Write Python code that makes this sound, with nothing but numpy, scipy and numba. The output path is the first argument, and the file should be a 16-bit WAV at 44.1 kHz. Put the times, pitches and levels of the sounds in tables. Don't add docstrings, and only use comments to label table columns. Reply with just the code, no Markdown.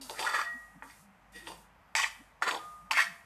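import sys
import numpy as np
from scipy import signal
from scipy.io import wavfile
from scipy.ndimage import uniform_filter1d
from numba import njit

SR = 44100
rng = np.random.default_rng(int(sys.argv[2]) if len(sys.argv) > 2 else 0)


def convert_level_to_amplitude(level_db):
    exponent = np.asarray(level_db, float) / 20
    return 10 ** exponent


def transcribe(signal):
    frames = np.atleast_2d(signal).T
    limited = np.clip(frames, -1, 1)
    pcm = np.round(limited * 32767).astype(np.int16)
    wavfile.write(sys.argv[1], SR, pcm)


N = 143325


def scrape(t):
    # (time [s], pressure [dB], contact resonance [Hz], spoon brightness [dB])
    stroke_0 = [(0.012, -59.5, 815, 22.5), (0.086, -61.5, 1410, 5.5), (0.1, -46.5, 874, 9.5),
                (.125, -52, 796, 7.5), (0.168, -50, 1780, -1.5), (0.187, -39, 1730, -1)]
    stroke_1 = [(0.192, -36.5, 720, 2.5), (0.239, -38.5, 810, 2.5), (0.261, -32, 1380, -3.5),
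                (.315, -33.5, 1290, -4.5), (0.327, -36, 1240, -3.5), (0.343, -26, 1360, -10),
                (.36, -32.5, 1490, -1.5), (0.384, -30, 1390, -7.5), (0.421, -35, 1550, -3.5)]
    stroke_2 = [(0.828, -47, 990, -30), (0.869, -58.5, 980, -5), (0.904, -60, 1960, 8),
                (1.002, -74, 1340, -9)]
    stroke_3 = [(1.321, -72, 1920, 5.1), (1.361, -52.5, 1850, 6.1), (1.451, -60.5, 1730, 2.3),
                (1.479, -46, 780, 5.9), (1.508, -46.5, 723, 1.2), (1.599, -66.5, 795, 1.1)]
    stroke_4 = [(1.951, -30.5, 2020, 1.5), (1.968, -32, 2050, 5), (1.985, -28.5, 2090, -1),
                (2.0, -28, 1980, 0.5), (2.013, -32.5, 2280, 2), (2.023, -30, 3170, 0.5),
                (2.043, -29.5, 1970, -7), (2.058, -38, 1900, 2.5)]
    stroke_5 = [(2.424, -30.5, 1610, -1.5), (2.455, -37, 1390, -7.5), (2.477, -25.5, 1390, -10),
                (2.49, -28, 1450, -1), (2.5, -36.5, 1290, -1.5), (2.515, -35, 1010, 2),
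                (2.54, -39, 930, -2.5), (2.552, -38.5, 900, -3.5), (2.577, -44.5, 850, -2)]
    stroke_6 = [(2.912, -34, 890, 7), (2.954, -39, 2070, -3), (2.972, -28.5, 1900, -1.5),
                (2.989, -24.5, 1490, -5), (3.004, -25, 1840, -1), (3.019, -30.5, 1900, 1.5),
                (3.033, -42, 1680, 7.5), (3.05, -47, 1790, 7)]
    # (thud [dB], release [s], settling level [dB], settling time [s])
    food = [
        (-1.5, 0.014, -12.5, 0.06),
        (-14, 0.024, -24.5, 0.3),
        (-11, 0.033, -7.5, 0.054),
        (-11, 0.052, -20, 0.061),
        (-22, 0.023, -29, 0.17),
        (-7.5, 0.01, -28, 0.23),
        (-38, 0.02, -30, 0.16),
    ]
    strokes = (stroke_0, stroke_1, stroke_2, stroke_3, stroke_4, stroke_5, stroke_6)
    grains_per_s, grain_spread_db = 5000, 2.5
    slip_db, slip_rate_hz = 1.2, 190
    contact_q = 3.6
    thud_hz, settle_hz = 505, 8400
    hiss_hz, hiss_db = 4550, -9

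    draw = rng.random((3, N))
    grains = draw[0] < grains_per_s / SR
    grit = grains * np.sign(draw[1] - 0.5) * convert_level_to_amplitude(-grain_spread_db * np.log(1 - draw[2]))
    rough = unit(grit) + 0.74 * rng.standard_normal(N)
    force = unit(rough * convert_level_to_amplitude(slip_db * walk(slip_rate_hz)))
    thud = unit(band(band(force, thud_hz, 1.7), thud_hz, 0.5))
    rustle = convert_level_to_amplitude(0.25 * walk(12)) * thin(band(rng.standard_normal(N), settle_hz, 1.0))

    out, edge = np.zeros(N), np.zeros(N)
    for rows, (thud_db, release, settle_db, settle_s) in zip(strokes, food):
        s, db, hz, bright_db = np.array(rows, float).T
        begun = t >= s[0]
        after = np.maximum(t - s[-1], 0)
        contact_hz = np.interp(t, s, hz)
        gain = begun * convert_level_to_amplitude(np.interp(t, s, db)) * np.exp(-after / release)
        bright = gain * convert_level_to_amplitude(np.interp(t, s, bright_db))
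        pan, spoon = bodies(s[0])
        shaken = svf(force, contact_hz, contact_q)
        out += thin(through(gain * shaken, pan)) / through(shaken, pan).std()
        out += 0.4 * through(bright * force, spoon)
        out += gain * convert_level_to_amplitude(thud_db) * (1000 / contact_hz) ** 2 * thud
        out += begun * bright.max() * convert_level_to_amplitude(settle_db) * np.exp(-(after / settle_s) ** 2) * rustle
        edge += bright
    return out + convert_level_to_amplitude(hiss_db) * thin(band(edge * force, hiss_hz, 0.82))


def taps():
    # (time [s], peak level [dB], contact resonance [Hz], pan share [dB])
    landings = [(0.012, -47, 4700, -17.5), (0.097, -21, 3630, -9), (.172, -44.5, 6540, -18),
                (0.193, -18, 3460, -0.5), (.226, -24, 3550, 4), (.25, -22.5, 3600, -3),
                (.346, -28, 2200, -12), (.823, -42, 1600, 12.5), (.899, -38.5, 1940, -3.5),
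                (1.471, -33, 3640, 8.5), (1.502, -39, 800, -1), (1.952, -10, 2220, -7.5),
                (2.036, -23.5, 2100, 0.5), (2.042, -22, 2500, -11), (2.415, -35, 770, -11),
                (2.422, -14.5, 1530, 0), (2.491, -20.5, 1520, -3), (2.511, -29.5, 2700, 7),
                (2.547, -29.5, 1100, -6), (2.910, -14, 2770, 0.5), (2.934, -13.5, 2560, -21),
                (2.972, -11.5, 1750, -8)]
    knock_q, spoon_db = 4, -7.5
    out = np.zeros(N + SR)
    knock_t = np.arange(300) / SR
    for s, db, hz, pan_db in landings:
        pan, spoon = bodies(s)
        knock = np.sin(2 * np.pi * hz * knock_t) * np.exp(-np.pi * hz / knock_q * knock_t)
        pan_ring = 0.5 * pan + 0.77 * signal.fftconvolve(pan, knock)[:len(pan)]
        hit = convert_level_to_amplitude(pan_db) * pan_ring + convert_level_to_amplitude(spoon_db) * spoon
        hit[:300] += 0.87 * knock
        start = int(s * SR)
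        out[start:start + len(hit)] += convert_level_to_amplitude(db) * hit
    return thin(out[:N])


def catches(t):
    # (time [s], mode [Hz], length [s], level [dB])
    blips = [(0.098, 900, 0.0087, -45), (0.185, 1730, .006, -41), (.231, 875, 0.0045, -44),
             (.25, 1200, 0.0035, -33.5), (0.269, 1436, .008, -29.5), (.348, 1220, 0.0046, -26.5),
             (0.37, 1900, 0.011, -31.5), (.393, 1160, 0.0027, -26), (1.964, 900, 0.01, -33.5),
             (1.999, 1100, 0.0082, -30.5), (2.045, 1900, 0.0042, -22), (2.065, 1100, 0.0031, -37),
             (2.49, 1180, .004, -30), (2.511, 3550, 0.0026, -31), (2.548, 3490, .003, -36),
             (2.574, 3420, .003, -40.5), (2.915, 900, 0.0092, -30.5), (2.988, 1100, 0.0036, -26.5),
             (2.994, 1840, 0.0033, -21), (3.006, 1850, 0.0036, -22), (3.07, 1810, 0.0042, -34),
             (3.088, 1870, 0.011, -49)]
    tick_glide = 0.13
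    out = np.zeros(N)
    for s, hz, length, db in blips:
        d = (t - s) / length
        swell = np.exp(-np.where(d < 0, 2.06 * d ** 2, 1.16 * np.abs(d) ** 0.96))
        glide = 1 + (hz > 3000) * tick_glide * d / 2
        out += convert_level_to_amplitude(db) * np.sqrt(2) * swell * np.sin(2 * np.pi * hz * (t - s) * glide)
    return out


def rim(t):
    # (time [s], rise [s], mode [Hz], level [dB])
    rings = [(.44, 0.041, 1904, -37), (.45, 0.041, 1900, -55), (.45, 0.027, 1226, -52.5),
             (.46, .03, 1238, -66), (.43, 0.011, 684, -56), (1.33, 0.022, 1905, -53.5),
             (2.05, 0.0087, 1900, -52), (2.576, 0.035, 1225, -44), (2.6, 0.045, 690, -62.5),
             (3.02, 0.012, 684, -55), (3.035, 0.0083, 1908, -51)]
    # (mode [Hz], 60 dB decay [s])
    rim_decay = [(684, 0.92), (1222, 1.32), (1787, 0.16), (1900, 0.51)]
    waver_db = 1.5
    out = 0
    f, t60 = np.array(rim_decay).T
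    for s, rise, hz, db in rings:
        d = np.maximum(t - s, 0)
        swell = np.sin(np.pi / 2 * np.minimum(d / rise, 1)) ** 2
        decay = np.exp(-np.log(1000) * np.maximum(d - rise, 0) / np.interp(hz, f, t60))
        waver = convert_level_to_amplitude(waver_db * walk(39.67))
        out = out + convert_level_to_amplitude(db) * np.sqrt(2) * swell * decay * waver * np.sin(2 * np.pi * hz * d)
    return out


def bodies(s):
    # (mode [Hz], width [Hz], first four strokes [dB], 5th
    # [dB], 6th [dB], 7th [dB])
    pan_modes = [(900, 88, 5, 3.5, 1, -4), (1100, 70, -8, -4.5, -1.5, -4.5), (1160, 20, -4, -12, -6, -22),
                 (1381, 70, -5, -26, -4.5, -15.5), (1794, 34, -1, -3, -0.5, -4.5),
                 (1900, 53, 5.5, -1, 1.5, -7.5), (2135, 41, -3, -1.5, -14, -5.5),
                 (2264, 59, -11.5, -7.5, -2, -7), (2440, 70, 0, -11.5, -3, -5),
                 (2620, 65, -5, -12, -4.5, -6), (3160, 88, -3, -7.5, -3, -10.5),
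                 (3480, 180, -6.5, -3.5, -6, -24)]
    food_shifts = [1.7, 2.3, 2.8]
    # (mode [Hz], width [Hz], level [dB])
    spoon_flat = [(2850, 66, -0.5), (3550, 44, 4.5), (4597, 177, 0.5), (5900, 20, 1), (6480, 46, -2),
                  (8230, 210, -3), (9450, 51, -1.5), (11200, 48, -6.5), (13100, 24, -4)]
    # (mode [Hz], width [Hz], level [dB])
    spoon_edge = [(4087, 55, -7), (3630, 9.1, -3), (4690, 160, -2), (5450, 55, 0.5), (6325, 115, -4),
                  (7050, 21, -0.5), (7940, 860, -10), (12600, 43, -24)]
    pan_dense_t60_s, pan_dense_db = 0.09, -3
    spoon_dense_t60_s, spoon_dense_db, spoon_tilt_db = 0.13, -6.5, 12

    a, b, c = rng.random((3, 200))
    level_column = 2 + np.searchsorted(food_shifts, s)
    pan = resonances(np.array(pan_modes)[:, [0, 1, level_column]])
    pan = pan + convert_level_to_amplitude(pan_dense_db) * body(600 * 7 ** a, pan_dense_t60_s * (0.4 + b), 7 * c)
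    spoon = resonances(spoon_flat if s < 1.7 else spoon_edge)
    thicket = body(2600 * 5 ** b, spoon_dense_t60_s * (0.9 + a), 10 * c - spoon_tilt_db * b)
    spoon = spoon + convert_level_to_amplitude(spoon_dense_db) * thicket
    return pan / np.linalg.norm(pan), spoon / np.linalg.norm(spoon)


def resonances(peaks):
    grip_db = 2
    hz, width, db = np.array(peaks, float).T
    a, b = rng.standard_normal((2, len(hz)))
    t60 = np.log(1000) / np.pi / np.maximum(width, 25)
    return body(hz * (1 + a / 500), t60, db + grip_db * b + 10 * np.log10(width))


def body(hz, t60, db):
    t = np.arange(SR // 5)[:, None] / SR
    sign = np.sign(rng.standard_normal(len(hz)))
    decay = np.exp(-np.log(1000) * t / t60)
    ir = (sign * convert_level_to_amplitude(db) / np.sqrt(t60) * np.sin(2 * np.pi * hz * t) * decay).sum(axis=1)
    return ir / np.linalg.norm(ir)


def through(x, ir):
    return signal.fftconvolve(x, ir)[:N]


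def thin(x):
    return signal.sosfilt(signal.butter(4, 616, "high", fs=SR, output="sos"), x)


@njit
def walls(x, lags, gain, damp):
    line, soft, out = np.zeros((8, 4096)), np.zeros(8), np.zeros(len(x))
    for i in range(len(x)):
        total = 0.
        for k in range(8):
            soft[k] += (1 - damp) * (gain[k] * line[k, (i - lags[k]) & 4095] - soft[k])
            total += soft[k]
            out[i] += soft[k] * (1 - 2 * (k % 2))
        for k in range(8):
            line[k, i & 4095] = x[i] + soft[k] - total / 4
    return out


def kitchen(t):
    # (frequency [Hz], density [dB per Hz])
    room_noise = [(50, -6), (195, -4.5), (370, -19), (815, -4.5), (2200, -13.5), (3600, -29), (6000, -32.5),
                  (14000, -35.5)]
    # (time [s], level [dB])
    hum_levels = [(.1, -67), (.35, -74), (.8, -67), (1.15, -80.5), (1.35, -66), (1.6, -66), (1.8, -77),
                  (2.05, -67), (2.55, -77), (2.85, -65), (3.2, -83)]
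    # (time [s], frequency [Hz], length [s], level
    # [dB])
    thumps = [(.01, 266, 0.13, -53.5), (0.559, 262, 0.033, -53), (.77, 268, 0.033, -59.5),
              (0.77, 194, 0.04, -55), (0.857, 274, 0.08, -60), (1.075, 193, 0.18, -62),
              (1.374, 191, 0.059, -60.5), (1.364, 340, 0.025, -58), (1.368, 470, .03, -56),
              (1.56, 176, 0.17, -63), (2.208, 235.4, 0.033, -55.5), (2.537, 322, 0.15, -55),
              (2.84, 176, .07, -59.5), (2.949, 274, 0.092, -62), (3.1, 181, 0.076, -57.5),
              (1.48, 331, 0.13, -56.5)]
    noise_db, hum_hz, hum_wobble_db = -62.5, 50.4, 1.5

    noise, (f, level_db) = 0, np.array(room_noise).T
    for hz in 48 * 2 ** np.arange(0, 8.3, 1 / 3):
        db = np.interp(np.log(hz), np.log(f), level_db) + 10 * np.log10(hz) + 1.4 * walk(6.82)
        noise = noise + convert_level_to_amplitude(db) * unit(band(band(rng.standard_normal(N), hz, 3.05), hz, 3.05))
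    hum_db = np.interp(t, *np.array(hum_levels).T) + hum_wobble_db * walk(9.0)
    hum = convert_level_to_amplitude(hum_db) * np.sqrt(2) * np.sin(2 * np.pi * hum_hz * t + 0.86 * walk(4.4))
    out = unit(noise) * convert_level_to_amplitude(noise_db) + hum
    for s, hz, length, db in thumps:
        swell = np.exp(-((t - s) / length * 2) ** 2)
        out += convert_level_to_amplitude(db) * np.sqrt(2) * swell * np.sin(2 * np.pi * hz * t + 1.7 * walk(60))
    return out


def unit(x):
    return x / np.sqrt(np.mean(x ** 2))


@njit
def svf(x, hz, q):
    y, b, l, k = np.empty(len(x)), 0., 0., 1 / q
    for i in range(len(x)):
        g = np.tan(np.pi * hz[i] / SR)
        v = (b + g * (x[i] - l)) / (1 + g * (g + k))
        b, l, y[i] = 2 * v - b, l + 2 * g * v, k * v
    return y


def band(x, hz, q):
    return svf(x, np.full(N, 1. * hz), 1. * q)


def walk(rate):
    k = int(SR / rate)
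    held = np.repeat(rng.standard_normal(N // k + 1), k)
    return 1.2 * uniform_filter1d(uniform_filter1d(held, k), k)[:N]


def scene():
    room_t60_s, room_damp, room_db = 0.52, 0.22, -21.5
    t = np.arange(N) / SR
    near = scrape(t) + taps() + catches(t) + rim(t)
    lags = rng.integers(350, 1900, 8)
    echo = walls(near + 1e-18, lags, convert_level_to_amplitude(-60 * lags / SR / room_t60_s), room_damp)
    return (near + convert_level_to_amplitude(room_db) * echo + kitchen(t))[None]


def band_limit(x):
    return signal.sosfilt(signal.butter(12, 15610, fs=SR, output="sos"), x)


def record(dry):
    top_cut = signal.ellip(12, 0.2, 70, 14250, fs=SR, output="sos")
    mix = signal.sosfilt(top_cut, dry)
    return band_limit(mix)


dry = scene()
out = record(dry)
transcribe(out)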